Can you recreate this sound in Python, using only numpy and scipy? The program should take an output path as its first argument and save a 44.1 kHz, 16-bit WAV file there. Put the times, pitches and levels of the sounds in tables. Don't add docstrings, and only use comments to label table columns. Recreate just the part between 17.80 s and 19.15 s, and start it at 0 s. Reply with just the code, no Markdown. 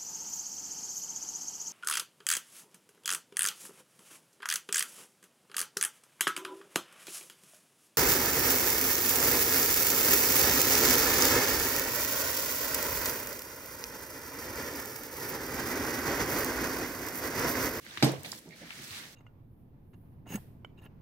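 import sys
import numpy as np
from scipy import signal
from scipy.io import wavfile

SR = 44100
rng = np.random.default_rng(int(sys.argv[2]) if len(sys.argv) > 2 else 0)


def persist_wave(psi):
    counts = np.round(np.clip(psi, -1, 1) * 32767).astype(np.int16)
    wavfile.write(sys.argv[1], SR, np.atleast_2d(counts).T)


def gain_from_db(level_db):
    decades = np.asarray(level_db, float) / 20
    return 10 ** decades


N = 59535
TIME = np.arange(N) / SR
LOW_PAN_DB, DOUGH_PAN_DB, KNOCK_PAN_DB = -3.5, -2, -2.5


def rms_one(x):
    return x / np.sqrt(np.mean(x ** 2) + 1e-20)


def in_time(rows):
    s, *columns = np.transpose(rows)
    return [np.interp(TIME, s, column) for column in columns]


def at_hz(points, hz):
    table_hz, values = np.array(points).T
    return np.interp(np.log(hz), np.log(table_hz), values)


def drift(rate_hz):
    r = np.exp(-80 * np.pi * rate_hz / SR)
    slow = signal.lfilter([1], [1, -2 * r, r * r], rng.standard_normal(N // 40 + 2002))[2000:]
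    return np.interp(np.arange(N) / 40, np.arange(len(slow)), rms_one(slow))


def band_pass(x, low_hz, high_hz):
    return signal.sosfilt(signal.butter(2, [low_hz, high_hz], "band", fs=SR, output="sos"), x)


def ring(clicks, hz, t60):
    r, w = gain_from_db(-60 / (t60 * SR)), 2 * np.pi * hz / SR
    return signal.lfilter([0, np.sin(w)], [1, -2 * r * np.cos(w), r * r], clicks + 1e-18)


def clicks_at(s, heights):
    out = np.zeros(N)
    out[(np.asarray(s) * SR).astype(int)] = heights
    return out


def pan(db):
    return gain_from_db(np.array([[db / 2], [-db / 2]]))


def lagged(x):
    return np.array([x, np.roll(x, int(.00012 * SR))])


def noise():
    return rng.standard_normal((2, 2, N))


# f/Hz, likeness [0 to 1]
MIC_LIKENESS = [(60, 0.8), (300, 1), (1000, 0), (4000, 0), (14000, 0.083)]


def bands(spectrum, shape, white):
    out, power = 0, 0
    edges = 25 * 2 ** np.arange(0, 9.6, .5)
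    for k, (low, high) in enumerate(zip(edges, edges[1:])):
        mid, side = band_pass(white[k % 2], low, high)
        hz = np.sqrt(low * high)
        alike = np.clip(at_hz(MIC_LIKENESS, hz), -1, 1)
        gain = gain_from_db(at_hz(spectrum, hz))
        power += gain ** 2 * np.mean(mid ** 2 + side ** 2)
        stereo = np.sqrt(1 + alike) * mid + np.sqrt(1 - alike) * side * [[1], [-1]]
        out = out + gain * shape(hz) * stereo
    return out / np.sqrt(power)


# f/Hz, level/dB per Hz
FLOOR_SPECTRUM = [(15, -56), (25, 1.5), (206, 2.5), (476, -3.5), (1070, -42), (1650, 8), (2050, -21),
                  (6560, -58), (16000, -38)]


def room_floor():
    return gain_from_db(-59.5) * bands(FLOOR_SPECTRUM, lambda hz: gain_from_db(1.9 * drift(26)), noise())


def rumble():
    low = band_pass(rng.standard_normal((2, N)), 59 * 0.79, 59 * 1.3)
    return gain_from_db(-71.5 + 2.0 * drift(10.0)) * rms_one((low + low[1]) * pan(3))


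def kitchen(x):
    room_t60_s, wall_cut_hz = 0.31, 9000
    out, dull = np.zeros((2, N)), np.exp(-2 * np.pi * wall_cut_hz / SR)
    for k, lag in enumerate((rng.uniform(.012, .035, 16) * SR).astype(int)):
        loop, gain, state = x.copy(), gain_from_db(-60 * lag / SR / room_t60_s), [0.]
        for i in range(lag, N, lag):
            back, state = signal.lfilter([gain * (1 - dull)], [1, -dull], loop[i - lag:i], zi=state)
            loop[i:i + lag] += back[:N - i]
        out[k % 2] += (loop - x) * (-1) ** (k // 2)
    return out


# t/s, peak level/dB, f/Hz
BOWL_SHOVES = [(0.174, -43, 90), (0.174, -42, 345), (0.375, -37, 93), (.535, -46.5, 129),
               (.657, -45.5, 264), (0.682, -45, 163), (.818, -42, 537), (.825, -44.5, 344),
               (0.83, -42.5, 166.5), (0.992, -49.5, 134.5), (1.103, -39.5, 92), (1.195, -47.5, 265)]


def shoves():
    out = 0
    for s, db, hz in BOWL_SHOVES:
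        tone = ring(clicks_at([s], gain_from_db(db)), hz, 17 / hz)
        out = out + ring(tone, hz * 1.5, 2.54 / hz) * hz / SR * 6
    return out


# t/s, level/dB
TABLE_PUSH = [(0, -75), (.06, -58), (.2, -66.5), (.42, -64), (.46, -46.5), (.5, -58.5), (.55, -57.5),
              (.645, -71), (.665, -55), (.72, -60.5), (.8, -63), (.83, -51.5), (.9, -64), (.95, -64.5),
              (1.0, -55), (1.07, -69), (1.2, -59.5), (1.35, -66.5)]
# f/Hz, level/dB, t60/s
TABLE_MODES = [(135, -3, 0.33), (197, -9, 0.22), (229, -2, 0.22), (302, 0, 0.16), (348, -8, 0.27),
               (448, -12, 0.15), (490, -13, .2), (530, -9, 0.08), (596, -4, 0.06), (650, -7, 0.08),
               (715, -13, 0.1), (810, -13, 0.1), (910, -13, 0.07), (162, -8, 0.25)]
# t/s, level/dB, tilt/dB per octave
BOWL_KNOCKS = [
    (0.2254, -17.5, -1),
    (0.2323, -34, -1),
    (.2420, -34, -4),
    (0.2588, -30, -1),
    (0.2639, -35.5, 0),
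]


def table():
    rocks_per_s, rock_db, rock_t60_s, rock_tilt_db = 460, -37, 0.35, 3.5
    s, db, tilt_db = np.transpose(BOWL_KNOCKS)
    push_db, = in_time(TABLE_PUSH)
    t = TIME - s[0]
    rocking = (t > 0) * (rng.random(N) < rocks_per_s / SR)
    rocking = rocking * gain_from_db(rock_db - 60 * t.clip(0) / rock_t60_s)
    hit, rub = 0, 0
    for k, (hz, level_db, t60) in enumerate(TABLE_MODES):
        octaves = np.log2(hz / 300)
        knocks = clicks_at(s, gain_from_db(db + tilt_db * octaves))
        rocks = rocking * gain_from_db(rock_tilt_db * octaves) * rng.standard_normal(N)
        hit = hit + (-1) ** (k + 1) * gain_from_db(level_db) * ring(knocks + rocks, hz, t60)
        rub = rub + gain_from_db(level_db * 0.59) * ring(rng.standard_normal(N), hz, t60 * 0.39)
    return hit + rms_one(rub) * gain_from_db(push_db + 1.5 + 2.0 * drift(29))


# f/Hz, level/dB per Hz
CRACK_SPECTRUM = [(200, -18), (400, 9), (650, -3), (1200, -11), (2300, -12), (4500, -10.5), (11900, -23.5),
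                  (15800, -18)]
# f/Hz, t60/s
CLATTER_DECAY = [(300, 0.3), (1000, 0.45), (4000, 0.29), (14000, 0.22)]


def clatter():
    crack_db, crack_s, crack_top_hz = -14.5, 0.0059, 6100
    clatter_db, rise_s, hold_s = -24.5, 0.0069, 0.012
    t = np.maximum(TIME - BOWL_KNOCKS[0][0], 0)
    after = np.maximum(t - hold_s, 0)
    rise = 1 - np.exp(-t / rise_s)

    def shape(hz):
        crack = gain_from_db(crack_db) * np.exp(-t / crack_s) / (1 + (hz / crack_top_hz) ** 4)
        fade_db = -60 * after / at_hz(CLATTER_DECAY, hz)
        return (t > 0) * (crack + rise * gain_from_db(clatter_db + fade_db + 2.4 * drift(53)))

    top = signal.butter(8, 14700, fs=SR, output="sos")
    return signal.sosfilt(top, bands(CRACK_SPECTRUM, shape, noise())) * pan(KNOCK_PAN_DB)


# f/Hz, level/dB, t60/s
SPOON_MODES = [(1600, -3.5, 0.026), (2138, -3.5, 0.055), (2370, 1, 0.11), (3780, 7.5, 0.035),
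               (4450, -7, 0.045), (4940, 8, 0.038), (5740, -12, .07), (7130, -13, .04), (8265, -5.5, 0.061),
               (9250, -22, 0.033), (11300, 1, 0.019), (11900, 1, 0.036), (12600, -14, .03),
               (13700, -14, .03)]
# t/s, level/dB, tilt/dB per octave
SPOON_BOUNCES = [
    (0.2254, -31, -4),
    (0.2323, -33, -6),
    (.238, -37, -2.5),
    (0.2438, -38, 3.5),
    (.2465, -40, 2.5),
    (.253, -43, 1.5),
]


def spoon():
    s, db, tilt_db = np.transpose(SPOON_BOUNCES)
    out = 0
    for k, (hz, level_db, t60) in enumerate(SPOON_MODES):
        clicks = clicks_at(s, gain_from_db(db + level_db + tilt_db * np.log2(hz / 4000)))
        out = out + (-1) ** k * ring(clicks, hz, t60)
    return lagged(out) * pan(KNOCK_PAN_DB)


# f/Hz, level/dB, t60/s
WALL_HOLLOWS = [(1560, -6, .02), (1883, 0.5, 0.04), (2150, 0, 0.044), (2318, 2, 0.05), (2710, -4, 0.029),
                (3300, -3.5, 0.029), (3700, 3, 0.018), (4170, 1.5, 0.038), (4550, -1, 0.028),
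                (4950, -8, 0.022)]
# start t/s, length/s, peak level/dB, favoured f/Hz
FINGER_DRAGS = [
    (.442, .04, -49, 3500),
    (.52, .07, -56, 4500),
    (.705, .065, -54, 2100),
    (.82, .05, -57, 2100),
    (.904, .04, -49, 2250),
    (1.085, .05, -53, 3000),
    (1.125, .115, -48, 3300),
]


def drags():
    slips_per_s, slip_spread_db, focus_db = 450, 3.5, 9
    out = 0
    for hz, level_db, t60 in WALL_HOLLOWS:
        stroke = 0
        for s, length, db, near_hz in FINGER_DRAGS:
            swell = np.sin(np.pi * np.clip((TIME - s) / length, 0, 1) ** 0.66)
            stroke = stroke + gain_from_db(db - focus_db * abs(np.log2(hz / near_hz))) * swell
        sizes = gain_from_db(slip_spread_db * np.minimum(rng.exponential(1, N), 3))
        slips = (rng.random(N) < slips_per_s / SR) * sizes
        ringing = rms_one(ring(slips * rng.standard_normal((2, N)), hz, t60))
        out = out + gain_from_db(level_db - 6.5) * stroke * ringing
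    return out * pan(DOUGH_PAN_DB)


# t/s, peak level/dB, centre f/Hz, width/octaves, pan/dB
DOUGH_SMACKS = [(0.049, -50.5, 11700, 0.15, 10), (0.0646, -41, 1860, 0.44, -8),
                (0.1086, -44, 3600, 0.2, -10), (0.138, -51, 13000, .6, 8), (0.1734, -25, 1600, 1.17, 0.5),
                (0.1744, -32.5, 3430, 0.42, -4), (0.1738, -42.5, 6000, 0.69, -4),
                (0.1803, -35, 1900, 1.2, -4), (0.319, -27.5, 8950, 3.1, 2), (0.4328, -31.5, 10000, 1.8, 7),
                (0.4468, -37, 2460, 0.5, -2), (.4475, -42.5, 756, 0.86, -1), (0.4498, -44, 3400, 0.46, -5),
                (0.454, -40, 2500, 2.8, -1), (0.4595, -35.5, 3870, 0.36, -13.5), (.459, -43, 655, 0.57, -1),
                (0.4925, -40.5, 11500, 0.14, -5), (.5165, -35, 5500, 1.1, -6),
                (0.5182, -32, 4870, 0.32, -13), (.5196, -32, 4950, 0.34, -10),
                (.519, -38.5, 3700, 0.23, -9), (0.5186, -35.5, 7350, 0.156, -8.5),
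                (.5185, -33.5, 10700, 0.48, -9), (.528, -38, 820, 0.82, 0.5),
                (0.5315, -39.5, 1760, 0.62, -1), (0.561, -49, 7900, 0.2, -8), (0.589, -40, 9100, 0.56, -6),
                (0.7076, -51.5, 2150, 0.38, -12), (.69, -49.5, 6300, 0.67, -10),
                (0.906, -32, 2240, 0.67, 4), (.909, -45.5, 1090, 0.84, 2), (.99, -41.5, 1980, 0.72, 5),
                (1.034, -39, 5470, 1.3, 0), (1.0424, -40, 6500, 1.8, -14), (1.108, -37, 3000, 1.1, -7)]


def smacks():
    puff_s, tail_db, tail_s, snap_db = .0012, -15, .01, 14
    out, t = np.zeros((2, N + SR)), TIME[:SR // 10]
    fade = np.exp(-t / puff_s) + gain_from_db(tail_db) * np.exp(-t / tail_s)
    for s, db, hz, octaves, pan_db in DOUGH_SMACKS:
        puff = rng.standard_normal((2, len(t))) * fade
        puff += gain_from_db(snap_db) * lagged(t == 0)
        spread = 2 ** (np.clip(octaves, .1, 3) / 2)
        puff = band_pass(puff, hz / spread, min(hz * spread, .45 * SR))
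        i = int(s * SR)
        out[:, i:i + len(t)] += gain_from_db(db + 4) * pan(pan_db) * puff / np.abs(puff).max()
    return out[:, :N]


# t/s, rustle level/dB, brightness/dB
KNEADING = [(0, -66, 5), (.05, -54, -3.5), (.11, -49.5, -5), (.2, -46.5, -7.5), (.4, -58, 2.5),
            (.435, -55.5, -4), (.452, -48, -1), (.5, -50.5, 1.5), (.585, -56, 5), (.61, -64, 5.5),
            (.745, -63, -2), (.77, -56, -1.5), (.85, -51.5, -6.5), (.95, -50, -2.5), (1.07, -49, -0.5),
            (1.16, -44.5, -3), (1.24, -48.5, -4), (1.35, -59, 0)]
# f/Hz, level/dB per Hz
RUSTLE_SPECTRUM = [(500, -22.5), (1050, -10), (1500, -6.5), (2150, -0.5), (2900, -7), (4300, -2.5),
                   (6000, -8), (15500, -14.5)]


def rustle():
    grains_per_s, grain_spread_db, grain_samples = 1800, 2.4, 8.0
    grain_db, smooth_db = -11, -2
    level_db, bright_db = in_time(KNEADING)
    sizes = gain_from_db(grain_spread_db * np.minimum(rng.exponential(1, N), 5))
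    tears = sizes * (rng.random(N) < grains_per_s * gain_from_db(3 * drift(20)) / SR)
    grains = rms_one(signal.lfilter([1], [1, -np.exp(-1 / grain_samples)], tears))
    drive = noise() * (gain_from_db(grain_db) * grains + gain_from_db(smooth_db))

    def shape(hz):
        return gain_from_db(bright_db * np.log2(hz / 2500) / 2 + 1.0 * drift(25))

    return bands(RUSTLE_SPECTRUM, shape, drive) * gain_from_db(level_db + 3) * pan(DOUGH_PAN_DB)


def scene():
    soft = signal.lfilter(*signal.butter(2, 2500, fs=SR), table() + shoves())
    near = soft * pan(LOW_PAN_DB) + spoon() + smacks()
    walls = signal.lfilter(*signal.butter(1, 270, "high", fs=SR), kitchen(near.mean(axis=0)))
    return near + gain_from_db(-15.5) * walls + clatter() + rustle() + room_floor() + drags()


def top_cut(x):
    return signal.sosfilt(signal.butter(12, 16480, fs=SR, output="sos"), x)


def record(dry):
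    peak_top = 0.37
    mix = signal.sosfilt(signal.butter(4, 101, "high", fs=SR, output="sos"), dry)
    mix = peak_top * np.tanh(mix / peak_top)
    mix = mix + rumble()
    mix = signal.sosfilt(signal.ellip(10, .5, 60, 15900, fs=SR, output="sos"), mix)
    return top_cut(mix)


dry = scene()
out = record(dry)
persist_wave(out)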